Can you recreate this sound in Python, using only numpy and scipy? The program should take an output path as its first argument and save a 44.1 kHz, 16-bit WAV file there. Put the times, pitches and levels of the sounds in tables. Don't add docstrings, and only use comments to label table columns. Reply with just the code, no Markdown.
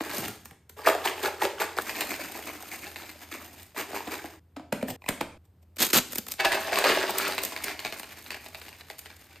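import sys
import numpy as np
from scipy import signal
from scipy.fft import rfft, irfft, next_fast_len
from scipy.io import wavfile
from scipy.ndimage import map_coordinates

SR = 44100
rng = np.random.default_rng(int(sys.argv[2]) if len(sys.argv) > 2 else 0)


def wav_record(signal):
    frames = np.transpose(np.atleast_2d(signal))
    bounded = np.clip(frames, -1, 1)
    quanta = np.round(bounded * 32767).astype(np.int16)
    wavfile.write(sys.argv[1], SR, quanta)


N = 414540
TIME = np.arange(N) / SR
SECOND_BAG_S = 6.35

CUTS = [0, 1.804, 4.395, 4.962, 5.377, 9.4]
# (frequency [Hz], relative level per Hz [dB])
CLICK_SPECTRUM = [(100, -15), (230, 5), (400, 0), (700, -1), (1200, -5.5), (2000, -4), (3500, -12),
                  (8000, -25), (16000, -46.5)]
# (time [s], level [dB])
CATCH_TICKS = [(4.813, -37), (4.883, -32.5), (5.02, -43), (5.041, -39), (5.062, -33), (5.082, -30.5)]


def amp(db):
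    return 10 ** (np.asarray(db) / 20)


def unit(x):
    return x / np.sqrt(np.mean(x ** 2) + 1e-20)


def along(points, hz):
    f, v = np.transpose(points)
    return np.interp(np.log(hz + 1), np.log(f + 1), v)


def filtered(x, response):
    m = next_fast_len(x.shape[-1] + 8192)
    spectrum = rfft(x, m) * response(np.fft.rfftfreq(m, 1 / SR))
    return irfft(spectrum, m)[..., :x.shape[-1]]


def high_passed(x, corner_hz, order):
    return filtered(x, lambda hz: hz ** order / (hz ** order + corner_hz ** order))


def coloured(x, spectrum, size=2048):
    cepstrum = irfft(np.log(amp(along(spectrum, np.fft.rfftfreq(size, 1 / SR)))))
    cepstrum[1:size // 2] *= 2
    cepstrum[size // 2 + 1:] = 0
    kernel = irfft(np.exp(rfft(cepstrum)))
    return signal.oaconvolve(x, kernel[None] / np.linalg.norm(kernel), axes=1)[:, :x.shape[1]]


def add(track, s, sound):
    part = track[:, max(round(s * SR), 0):][:, :sound.shape[-1]]
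    part += sound[..., :part.shape[1]]


def wobble(rate):
    knots = rng.standard_normal(int(N * rate / SR) + 4)
    coarse = TIME[::32]
    return np.interp(TIME, coarse, map_coordinates(knots, [coarse * rate]))


def surges(rows, rise):
    power = np.zeros((1, N))
    t = np.arange(SR) / SR - .1
    for s, db, hold, t60 in rows:
        fade = np.maximum(-t / rise, 0) + np.maximum((t - hold) / t60, 0)
        add(power, s + t[0], amp(db - 60 * fade) ** 2)
    return np.sqrt(power[0])


def crack(t60, attack=0.00031, size=2048):
    t = np.arange(size) / SR
    return rng.standard_normal((2, size)) * amp(-60 * t / t60) * (1 - np.exp(-t / attack))


def crackle(rate, spread_db, t60, count=8):
    out = np.zeros((2, N))
    for _ in range(count):
        where, size, sign = rng.random((int(rate * N / SR / count), 3)).T
        sizes = amp(spread_db * np.minimum(-np.log(1 - size), 3)) * np.sign(sign - .5)
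        train = np.bincount((where * N).astype(int), sizes, N)
        out += signal.oaconvolve(train[None], crack(t60, size=512), axes=1)[:, :N]
    return unit(out)


def ping(hz, cycles, size=2048):
    turns = hz * np.arange(size) / SR
    return amp(-60 * turns / cycles) * np.sin(2 * np.pi * turns)


def scattered(gain, rate, db, spread_db):
    where, size = rng.random((int(rate * N / SR), 2)).T
    levels = 20 * np.log10(gain[(where * N).astype(int)] + 1e-9) + db + spread_db * (2 * size - 1)
    return list(zip(where * N / SR, levels))


def movement(start, end):
    onset_s, stop_t60_s = 0.008, 0.4
    cut = min(s for s in CUTS if s > (start + end) / 2)
    onset = np.clip((TIME - start) / onset_s, 0, 1)
    return onset * amp(-60 * np.maximum(TIME - end, 0) / stop_t60_s) * (TIME < cut)


def snacks():
    # (time [s], level [dB], hold [s])
    clumps = [(.04, -35.5, 0.018), (1.772, -29.5, 0.02), (1.871, -34.5, .02), (1.95, -34.5, .07),
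              (2.092, -29.5, 0.04), (2.195, -38.5, .06), (2.345, -38, 0.02), (2.469, -37, 0.028),
              (2.717, -34.5, 0.029), (2.83, -34.5, 0.014), (2.965, -45, 0.132), (3.317, -35.5, 0.036),
              (6.4, -22, 0.011), (6.45, -19.5, 0.0085), (6.523, -25, 0.028), (6.724, -21, 0.0145),
              (6.775, -20, 0.0064), (6.846, -18.3, 0.07), (6.955, -31.5, 0.076), (7.187, -27, 0.091),
              (7.635, -37, 0.08), (7.85, -35.5, 0.013), (8.311, -44, 0.054)]
    # (frequency [Hz], relative level per Hz [dB])
    crunch_spectrum = [(100, -23), (200, -1.5), (310, 9.5), (540, -10), (720, 1.5), (1200, -11.5),
                       (2350, 1), (3200, -11.5), (4400, -11.5), (7000, -10), (10000, -15.5), (14000, -8)]
    clump_t60_s = 0.085
    thump_db, hard_landing_db = -8.5, -11
    thump_ring_db, strike_ring_db = -19.5, -11.5

    (poured, bare), (rustle, tosses, shaken_bare) = pouring(), shaking()
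    smack, push = slaps()
    ticks = strikes()
    flow = (poured + rustle) * amp(3.2 * wobble(40))
    landings = surges([(s, db, hold, clump_t60_s) for s, db, hold in clumps], rise=0.036)
    jolt = amp(-3.0) * (tosses + landings)

    contacts = flow * crackle(rate=700, spread_db=1.5, t60=0.0056, count=12)
    contacts += jolt * crackle(rate=1000, spread_db=2.0, t60=0.0053)
    # less of the highest treble, more around 4.5 kHz
    puff_tone = [(300, -0.5), (700, -0.5), (2000, 2.5), (4500, 4.5), (8000, -3.0), (14000, -6.5)]
    puffs = filtered(contacts, lambda hz: amp(along(puff_tone, hz)))
    contacts = np.where(TIME < SECOND_BAG_S, contacts, puffs)

    knocks = np.hypot(flow, jolt) * clacks(rate=260, spread_db=4, pitch_hz=1797, cycles=16)
    share = np.clip(np.where(rustle > poured, shaken_bare, bare), 0, 1)
    drumming = amp(thump_db) * share * jolt * np.sqrt(jolt / amp(hard_landing_db))
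    thumps = drumming * clacks(rate=530, spread_db=7, pitch_hz=665, cycles=8.7)
    knocks = high_passed(amp(-4.5) * knocks + thumps + smack, 350, order=4)

    direct = amp(0.5) * np.sqrt(1 - share) * coloured(contacts, crunch_spectrum)
    drive = np.sqrt(share) * contacts + amp(thump_ring_db) * thumps + push + amp(strike_ring_db) * ticks
    return direct + canister(drive) + knocks + ticks


def pouring():
    # (start [s], peak [s], end [s], peak level [dB], ebb time [s], heap reaches the rim [s])
    pours = [(0, 0.24, 0.26, -37, 0.17, 0.44), (1.796, 2.0, 3.64, -43, 1.54, 2.07),
             (6.38, 7, 9.4, -28.7, 0.65, 7.82)]
    swell_db_per_s, trickle_db = 22.5, -60.5
    bare_share, cover_s = 0.98, 0.66
    flow, share = np.zeros((2, N))
    for start, peak, end, db, ebb, full in pours:
        left = np.exp(-np.maximum(TIME - peak, 0) / ebb)
        swell_db = swell_db_per_s * np.maximum(peak - TIME, 0)
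        level_db = trickle_db + (db - trickle_db) * left - swell_db
        flow += movement(start, end) * amp(level_db)
        share = np.where(TIME < start, share, bare_share * np.clip((full - TIME) / cover_s, 0, 1))
    return flow, share


def shaking():
    # (start [s], end [s], rustle [dB], first toss [s], period [s], first toss level [dB], bare share [0-1])
    shakes = [(0.762, 1.789, -45, .869, .184, -17.5, 0.97), (3.743, 4.263, -46.5, 3.78, 0.1684, -28, 0.575)]
    toss_hold_s, toss_t60_s, toss_loss_db = 0.026, 0.11, 2.5
    rustle, tosses, share = np.zeros((3, N))
    for start, end, rustle_db, first, period, toss_db, bare in shakes:
        share = np.where(TIME < start, share, bare)
        rows = [(s, toss_db - toss_loss_db * np.sqrt(k), toss_hold_s, toss_t60_s)
                for k, s in enumerate(np.arange(first, end, period))]
        held = movement(start, end)
        rustle += held * amp(rustle_db)
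        tosses += held * surges(rows, rise=0.069)
    return rustle, tosses, share


def clacks(rate, spread_db, pitch_hz, cycles, size=900):
    where, strength, shape = rng.random((int(rate * N / SR), 3)).T
    detune = np.clip(0.395 * np.log(shape / (1 - shape)), -1.1, 1.6)
    hz = pitch_hz * np.exp(detune)[:, None]
    strengths = amp(spread_db * np.minimum(-np.log(1 - strength), 3))[:, None]
    rings = strengths * ping(hz, cycles, size=size)
    places = (where * N).astype(int)[:, None] + np.arange(size)
    return unit(np.bincount(places.ravel(), rings.ravel(), N)[:N])


def slaps():
    # (time [s], level [dB], pitch [Hz])
    slap_hits = [(.868, -11, 715), (.874, -6, 680), (.95, -12, 725), (1.058, -14.5, 940),
                 (1.24, -21.5, 854), (1.422, -12.5, 895), (1.452, -11.5, 570), (1.615, -16.5, 860),
                 (1.77, -21.5, 786), (1.786, -10, 1460), (2.352, -29, 900), (2.39, -27.5, 820),
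                 (2.632, -31, 790), (3.962, -23, 970), (4.005, -25, 910), (6.397, -21, 820),
                 (6.447, -14.5, 776), (6.458, -16, 690), (6.518, -16.5, 1720), (6.724, -15, 690),
                 (6.84, -11, 700), (7.036, -19, 670), (7.103, -22, 644), (7.435, -27, 610),
                 (7.849, -28.5, 840), (8.902, -31, 819)]
    cycles, smack_db, push_db = 14, -1, 9.5
    smack, push = np.zeros((2, 2, N))
    for s, db, hz in slap_hits:
        overtone = amp(-12.0) * ping(hz * rng.uniform(2.5, 2.6), cycles)
        add(smack, s, amp(db + smack_db) * (ping(hz, cycles) + overtone))
        add(push, s, amp(db + push_db) * np.ones(1))
    return smack, push


def strikes(count=5):
    # (time [s], level [dB])
    placed = [(1.894, -18), (1.955, -25.5), (2.008, -18), (2.019, -19), (2.14, -23), (2.214, -25),
              (2.349, -29.5), (2.473, -27), (2.867, -28.5), (2.959, -25.5), (3.02, -31), (3.092, -28),
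              (3.916, -33), (4.142, -27), (6.449, -7.5), (6.52, -13), (6.757, -13), (6.785, -13),
              (6.841, -9), (6.948, -15.5), (7.322, -18), (7.38, -12.5), (7.563, -21), (7.682, -20),
              (7.792, -21.5), (7.849, -16), (7.867, -22.5), (7.924, -21.5), (8.031, -25.5), (8.262, -32.5),
              (8.305, -20.5), (8.319, -26), (8.344, -24.5), (8.461, -29), (8.546, -24.5), (8.615, -29.5),
              (8.682, -31), (8.728, -35), (8.809, -32), (8.9, -26.5), (9.058, -28), (9.102, -34),
              (9.358, -37.5)]
    strays = scattered(pouring()[0], rate=24, db=2, spread_db=5.5)
    out = np.zeros((2, N))
    t = np.arange(2048) / SR
    for s, db in placed + strays:
        pitches_hz = rng.uniform(700, 4200, (count, 1))
        ring = np.sin(2 * np.pi * pitches_hz * t).sum(0) * amp(-60 * t / 0.013)
        add(out, s, amp(db) * (crack(t60=0.016) + 0.15 * ring))
        add(out, s + rng.uniform(0.0035, .012), amp(db - 6) * crack(t60=0.024))
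    tone = [(200, -7.5), (700, 0), (1250, -3.5), (1700, 3.5), (2600, 6.0), (3200, -3.0),
            (4400, 2), (5500, -7.5), (8000, -9.5), (15000, -10.5)]
    return amp(-5.5) * coloured(out, tone)


def canister(x):
    # (frequency [Hz], width [Hz], level [dB])
    empty_modes = [(650, 18, 12), (789, 15, 12.5), (1120, 13, -14), (1540, 50, -3), (1704, 53, 2),
                   (2140, 37, -5), (2600, 69, -3.5)]
    # (frequency [Hz], width [Hz], level [dB])
    puff_modes = [(319, 33, -8), (388.4, 12.6, 6), (476, 27, -3), (647.5, 39, 4), (832, 35, -0.5),
                  (1076, 30, -9), (1647, 70, -8)]
    # (frequency [Hz], width [Hz], level [dB])
    chip_modes = [(399, 42, 1), (474, 28, -3), (642, 25, 2), (823, 70, 0), (1662, 95, -8)]
    # (frequency [Hz], relative level per Hz [dB])
    hollow_spectrum = [(130, -47), (250, -0.5), (320, 7.5), (440, 12), (540, -17), (900, 4), (1400, -4.5),
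                       (2600, -7), (3400, -9.5), (4700, -10.5), (7000, -11), (13000, -9)]
    loaded_s, loading_s = 6.78, 0.32

    def ring(modes):
        def response(f):
            return sum(amp(db) * 1j * f * w / (c * c - f * f + 1j * f * w) for c, w, db in modes)
        return filtered(x, response)

    loaded = np.clip(1 + (TIME - loaded_s) / loading_s, 0, 1)
    second = (1 - loaded) * ring(empty_modes) + loaded * ring(puff_modes)
    ringing = np.where(TIME < SECOND_BAG_S, ring(chip_modes), second)
    return amp(12.0) * ringing + amp(-7.0) * coloured(x, hollow_spectrum)


def foil():
    # (time [s], level [dB], sheet level against the snap [dB])
    large = [(0.1811, -18.5, -5), (0.2047, -24.5, -15), (0.2815, -21, -4), (0.4555, -28.5, -6),
             (0.6955, -32.5, -4), (2.008, -14, -20), (3.63, -33, -23), (5.7668, -30, -4),
             (5.8262, -4.5, -14), (5.834, -13, -7), (5.8493, -13, -16), (5.866, -14.5, -10),
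             (5.932, -17, -3), (6.122, -23.5, -12), (6.131, -20, -9), (6.156, -14.5, -11),
             (6.175, -25.5, -4), (6.183, -11, -9), (6.266, -28, -2.5), (6.284, -21, -8.5),
             (6.3185, -14, -25), (6.3374, -24.5, -11.5), (6.787, -13.5, -16), (7.105, -17.5, -10),
             (7.1835, -9, -24), (7.28, -17, -18), (7.4347, -12.5, -13), (7.45, -14, -16),
             (7.641, -13.5, -14), (7.9961, -22, -3), (8.9907, -23, -21)]
    # (frequency [Hz], relative level per Hz [dB])
    crinkle_spectrum = [(150, -20), (300, 5.5), (2500, 3), (8000, -1.5), (13000, 4.5), (16000, -9)]
    small_body_db = -8.5
    creases = crackle(rate=900, spread_db=4, t60=.004, count=12)
    flex = flexing()
    small = [(s, db, small_body_db) for s, db in scattered(flex, rate=38, db=10, spread_db=8)]
    bed = amp(-6.5) * flex * amp(3.7 * wobble(39)) * coloured(creases, crinkle_spectrum)
    edge, sheet = np.zeros((2, 2, N))
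    for s, db, body_db in large + small:
        add(edge, s - rng.uniform(0.0024, 0.0079), amp(db - 12) * crack(t60=0.045))
        add(edge, s, amp(db) * crack(t60=0.023))
        add(sheet, s, amp(db + body_db) * crack(t60=0.025))
    bright = coloured(edge, [(500, -17), (2500, -3.5), (6000, -2.5), (13000, 1.5), (16000, 7.0)])
    return bed + amp(-1.0) * bright + amp(-5.5) * coloured(sheet, CLICK_SPECTRUM)


def flexing():
    # (start [s], end [s], level [dB])
    flexes = [(0.126, 0.26, -36), (1.79, 3.625, -40.5), (6.063, 6.124, -40), (6.273, 6.293, -46),
              (6.457, 9.4, -38)]
    relax_db_per_s = 6.5
    return sum(movement(start, end) * amp(db - relax_db_per_s * np.maximum(TIME - start, 0))
               for start, end, db in flexes)


def bag():
    # (time [s], level [dB], hold [s], 60 dB decay [s])
    rips = [(5.785, -30.5, .012, .1), (5.802, -21.5, 0.03, 0.23), (5.888, -30, .002, 0.027),
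            (5.903, -26, 0.0022, 0.031), (5.932, -17.5, 0.056, 0.06)]
    # (time [s], level [dB], hold [s], 60 dB decay [s])
    flaps = [(5.812, -37, 0.02, 0.13), (5.945, -26.5, 0.042, 0.078)]
    # (time [s], level [dB], pitch [Hz])
    panel_pops = [(5.932, -19, 342), (5.957, -20, 270), (5.981, -24, 290), (6.184, -25, 221)]
    # (frequency [Hz], relative level per Hz [dB])
    seam_spectrum = [(100, -24), (239, -4.5), (634, -9.5), (3300, -7), (5420, -11.5), (9210, -12),
                     (12700, -9), (16000, -13.5)]
    # (frequency [Hz], relative level per Hz [dB])
    panel_spectrum = [(60, -22), (130, -7.5), (190, -7.5), (230, 4.5), (280, -2.5), (370, -2), (600, -11.5),
                      (2000, -61)]
    sway_db = -13
    breaks = crackle(rate=5000, spread_db=5.5, t60=0.0014)
    rip = surges(rips, rise=0.008) * coloured(breaks, seam_spectrum)
    rumble = coloured(crackle(rate=460, spread_db=3.5, t60=0.0021), panel_spectrum)
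    flap = (surges(flaps, rise=0.061) + amp(sway_db) * flexing()) * rumble
    pops = np.zeros((2, N))
    for s, db, hz in panel_pops:
        add(pops, s, amp(db) * ping(hz, cycles=11))
    return amp(-1.5) * rip + amp(-2.5) * flap + high_passed(pops, 110, order=2)


def lid():
    # (time [s], click level [dB], bright edge against the click [dB],
    # thud level [dB], thud pitch [Hz], thud 60 dB decay [s])
    knocks = [(0.007, -22.5, -27, -23, 320, 0.063), (0.51, -38, -5.5, -38.5, 165, .05),
              (3.931, -30, -20, -29, 310, .05), (4.075, -26.5, -9.5, -24.5, 313, 0.066),
              (4.243, -50, -16, -26.5, 322, .07), (4.566, -30, -15, -27, 290, 0.07),
              (4.596, -42, -15, -32.5, 307, 0.083), (4.725, -19, -3.5, -19, 246, 0.062),
              (4.827, -26.5, -9, -17, 246.5, 0.075), (5.088, -13, -1.5, -25.5, 190, 0.037),
              (5.21, -15, -8, -23, 270, 0.027)]
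    # (frequency [Hz], level [dB], 60 dB decay [s])
    lid_modes = [(485, 7, 0.032), (580, 2, 0.04), (820, 2, 0.039), (1650, -8.5, 0.017), (2260, -6, 0.02)]
    # (time [s], level [dB])
    scrapes = [(4.885, -34), (4.903, -30.5), (5.082, -41), (5.452, -63), (5.628, -62.5)]
    # (time [s], level [dB], hold [s], 60 dB decay [s])
    bump_moves = [(.175, -42, 0.053, .12), (.275, -45, 0.019, 0.1), (4.89, -43, 0.034, 0.066)]
    # (frequency [Hz], relative level per Hz [dB])
    thump_spectrum = [(40, -44), (80, -4), (135, 3), (200, -7.5), (400, -5.5), (1500, -63)]
    rattle_db, rattle_t60_s = -14, .1
    drag_db = -18
    scrape_hold_s, scrape_t60_s = 0.0054, 0.027

    click, edge, ring = np.zeros((3, 2, N))
    t = np.arange(SR // 3) / SR
    for s, db, bright_db, thud_db, thud_hz, thud_t60 in knocks:
        add(click, s - .003, amp(db - 7) * crack(t60=0.016))
        add(click, s, amp(db + 3.5) * crack(t60=0.0097))
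        add(edge, s, amp(db + bright_db) * crack(t60=0.023))
        grip = 1 + 0.041 * rng.standard_normal(len(lid_modes))
        modes = sum(amp(level + rng.normal(0, 2.2) - 60 * t / t60) * np.sin(2 * np.pi * hz * k * t)
                    for (hz, level, t60), k in zip(lid_modes, grip))
        add(ring, s, amp(db - 14.5) * modes * (1 - np.exp(-t / 0.0024)))
        thud = amp(thud_db - 60 * t / thud_t60) * np.sin(2 * np.pi * thud_hz * t)
        add(ring, s, thud * (1 - np.exp(-t / 0.0023)))
        box_overtone = amp(thud_db - 60 * t / 0.022) * np.sin(2 * np.pi * 2.28 * thud_hz * t)
        add(ring, s, box_overtone)

    rattle = surges([(s, db + rattle_db, 0, rattle_t60_s) for s, db, *_ in knocks], rise=0.01)
    click += rattle * crackle(rate=600, spread_db=3, t60=0.0047)
    rubs = scrapes + [(s, db + drag_db) for s, db in CATCH_TICKS]
    rub_gain = surges([(s, db, scrape_hold_s, scrape_t60_s) for s, db in rubs], rise=0.039)
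    slips = rub_gain * crackle(rate=3100, spread_db=1.5, t60=0.0038)
    seal = coloured(slips, [(200, 3.0), (700, 10.5), (1400, -5.0), (2350, -3.5), (3500, -5.0),
                            (7000, -7.0), (13000, -3.0)])
    bumps = surges(bump_moves, rise=0.12) * coloured(rng.standard_normal((2, N)), thump_spectrum)
    bright = coloured(edge, [(400, 0), (2200, 1.0), (3800, -9.0), (6200, -5), (7700, 0),
                             (12000, 1.5), (16000, -7.5)])
    clicks = amp(-1.5) * coloured(click, CLICK_SPECTRUM) + amp(-3.0) * bright
    return clicks + high_passed(ring, 90, order=2) + seal + bumps


def catch():
    # (frequency [Hz], level [dB], 60 dB decay [s])
    button_modes = [(900, 1, 0.016), (2250, 2.5, 0.017), (3950, -14, 0.0099)]
    out = np.zeros((2, N))
    t = np.arange(2048) / SR
    for s, db in CATCH_TICKS:
        grip = 1 + 0.089 * rng.standard_normal(len(button_modes))
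        modes = sum(amp(level - 60 * t / t60) * np.sin(2 * np.pi * hz * k * t)
                    for (hz, level, t60), k in zip(button_modes, grip))
        add(out, s, amp(db) * modes + amp(db - 11) * crack(t60=.011))
    return out


def kitchen(x):
    # (time [s], level [dB])
    room_level = [(0, -5.5), (4.4, -7.5), (4.6, -4.5), (5.4, -9), (5.75, -15.5), (6.35, -11.5), (6.42, -5),
                  (9.4, -9)]
    # (frequency [Hz], 60 dB decay [s])
    room_decay = [(220, 0.69), (500, 0.44), (2500, 0.44), (7000, 0.48), (14000, 0.27)]
    out = np.zeros((2, N))
    sent = filtered(x, lambda hz: hz / np.hypot(hz, 230))
    sent = sent * amp(np.interp(TIME, *np.transpose(room_level)))
    for start, end in zip(CUTS, CUTS[1:]):
        shot = sent[:, round(start * SR):round(end * SR)]
        wet = np.zeros_like(shot)
        for i in range(0, shot.shape[1], SR // 4):
            hz, t, z = signal.stft(rng.standard_normal((2, SR // 2)), SR, nperseg=256)
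            fade = amp(-60 * t / along(room_decay, hz)[:, None]) * (1 - np.exp(-t / 0.00053))
            tail = signal.istft(z * fade, SR, nperseg=256)[1]
            tail = tail / np.linalg.norm(tail[0])
            add(wet, i / SR, signal.fftconvolve(shot[:, i:i + SR // 4], tail, axes=1))
        add(out, start, wet)
    return x + out


def background():
    # (frequency [Hz], relative level per Hz [dB])
    air_spectrum = [(25, -27), (50, -18.5), (70, 3), (100, -3), (300, -16), (1200, -30.5), (3000, -38.5),
                    (7000, -45.5), (15000, -39)]
    hum = amp(-61 + 2 * wobble(9)) * np.sin(2 * np.pi * 83.5 * TIME + .7 * wobble(9))
    air = coloured(rng.standard_normal((2, N)), air_spectrum)
    return amp(2.0) * hum + amp(-62.0) * air


def scene():
    # (frequency [Hz], gain of the side signal [dB])
    side_gain = [(150, -38.5), (400, -23.5), (1100, -8.5), (2100, -31.5), (3200, -8.5), (6000, -8),
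                 (15500, -7)]
    mid, side = kitchen(snacks() + foil() + bag() + lid() + catch()) + background()
    side = filtered(side, lambda hz: 1j * amp(along(side_gain, hz)))
    return np.array([mid + side, mid - side])


def record(dry):
    top_hz = 16400
    lag_cycles = 1.24

    def dip(hz, centre_hz, width_hz, depth_db):
        return amp(-depth_db * np.exp(-((hz - centre_hz) / width_hz) ** 2))

    def response(hz):
        colour = dip(hz, 5850, 160, 6.7) * dip(hz, 10765, 620, 19.6) * dip(hz, 15940, 1100, 30)
        lag = np.exp(-2j * np.pi * lag_cycles * np.log(1 + hz / 20))
        return colour * lag * (hz < top_hz)

    return filtered(dry, response)


dry = scene()
out = record(dry)
wav_record(out)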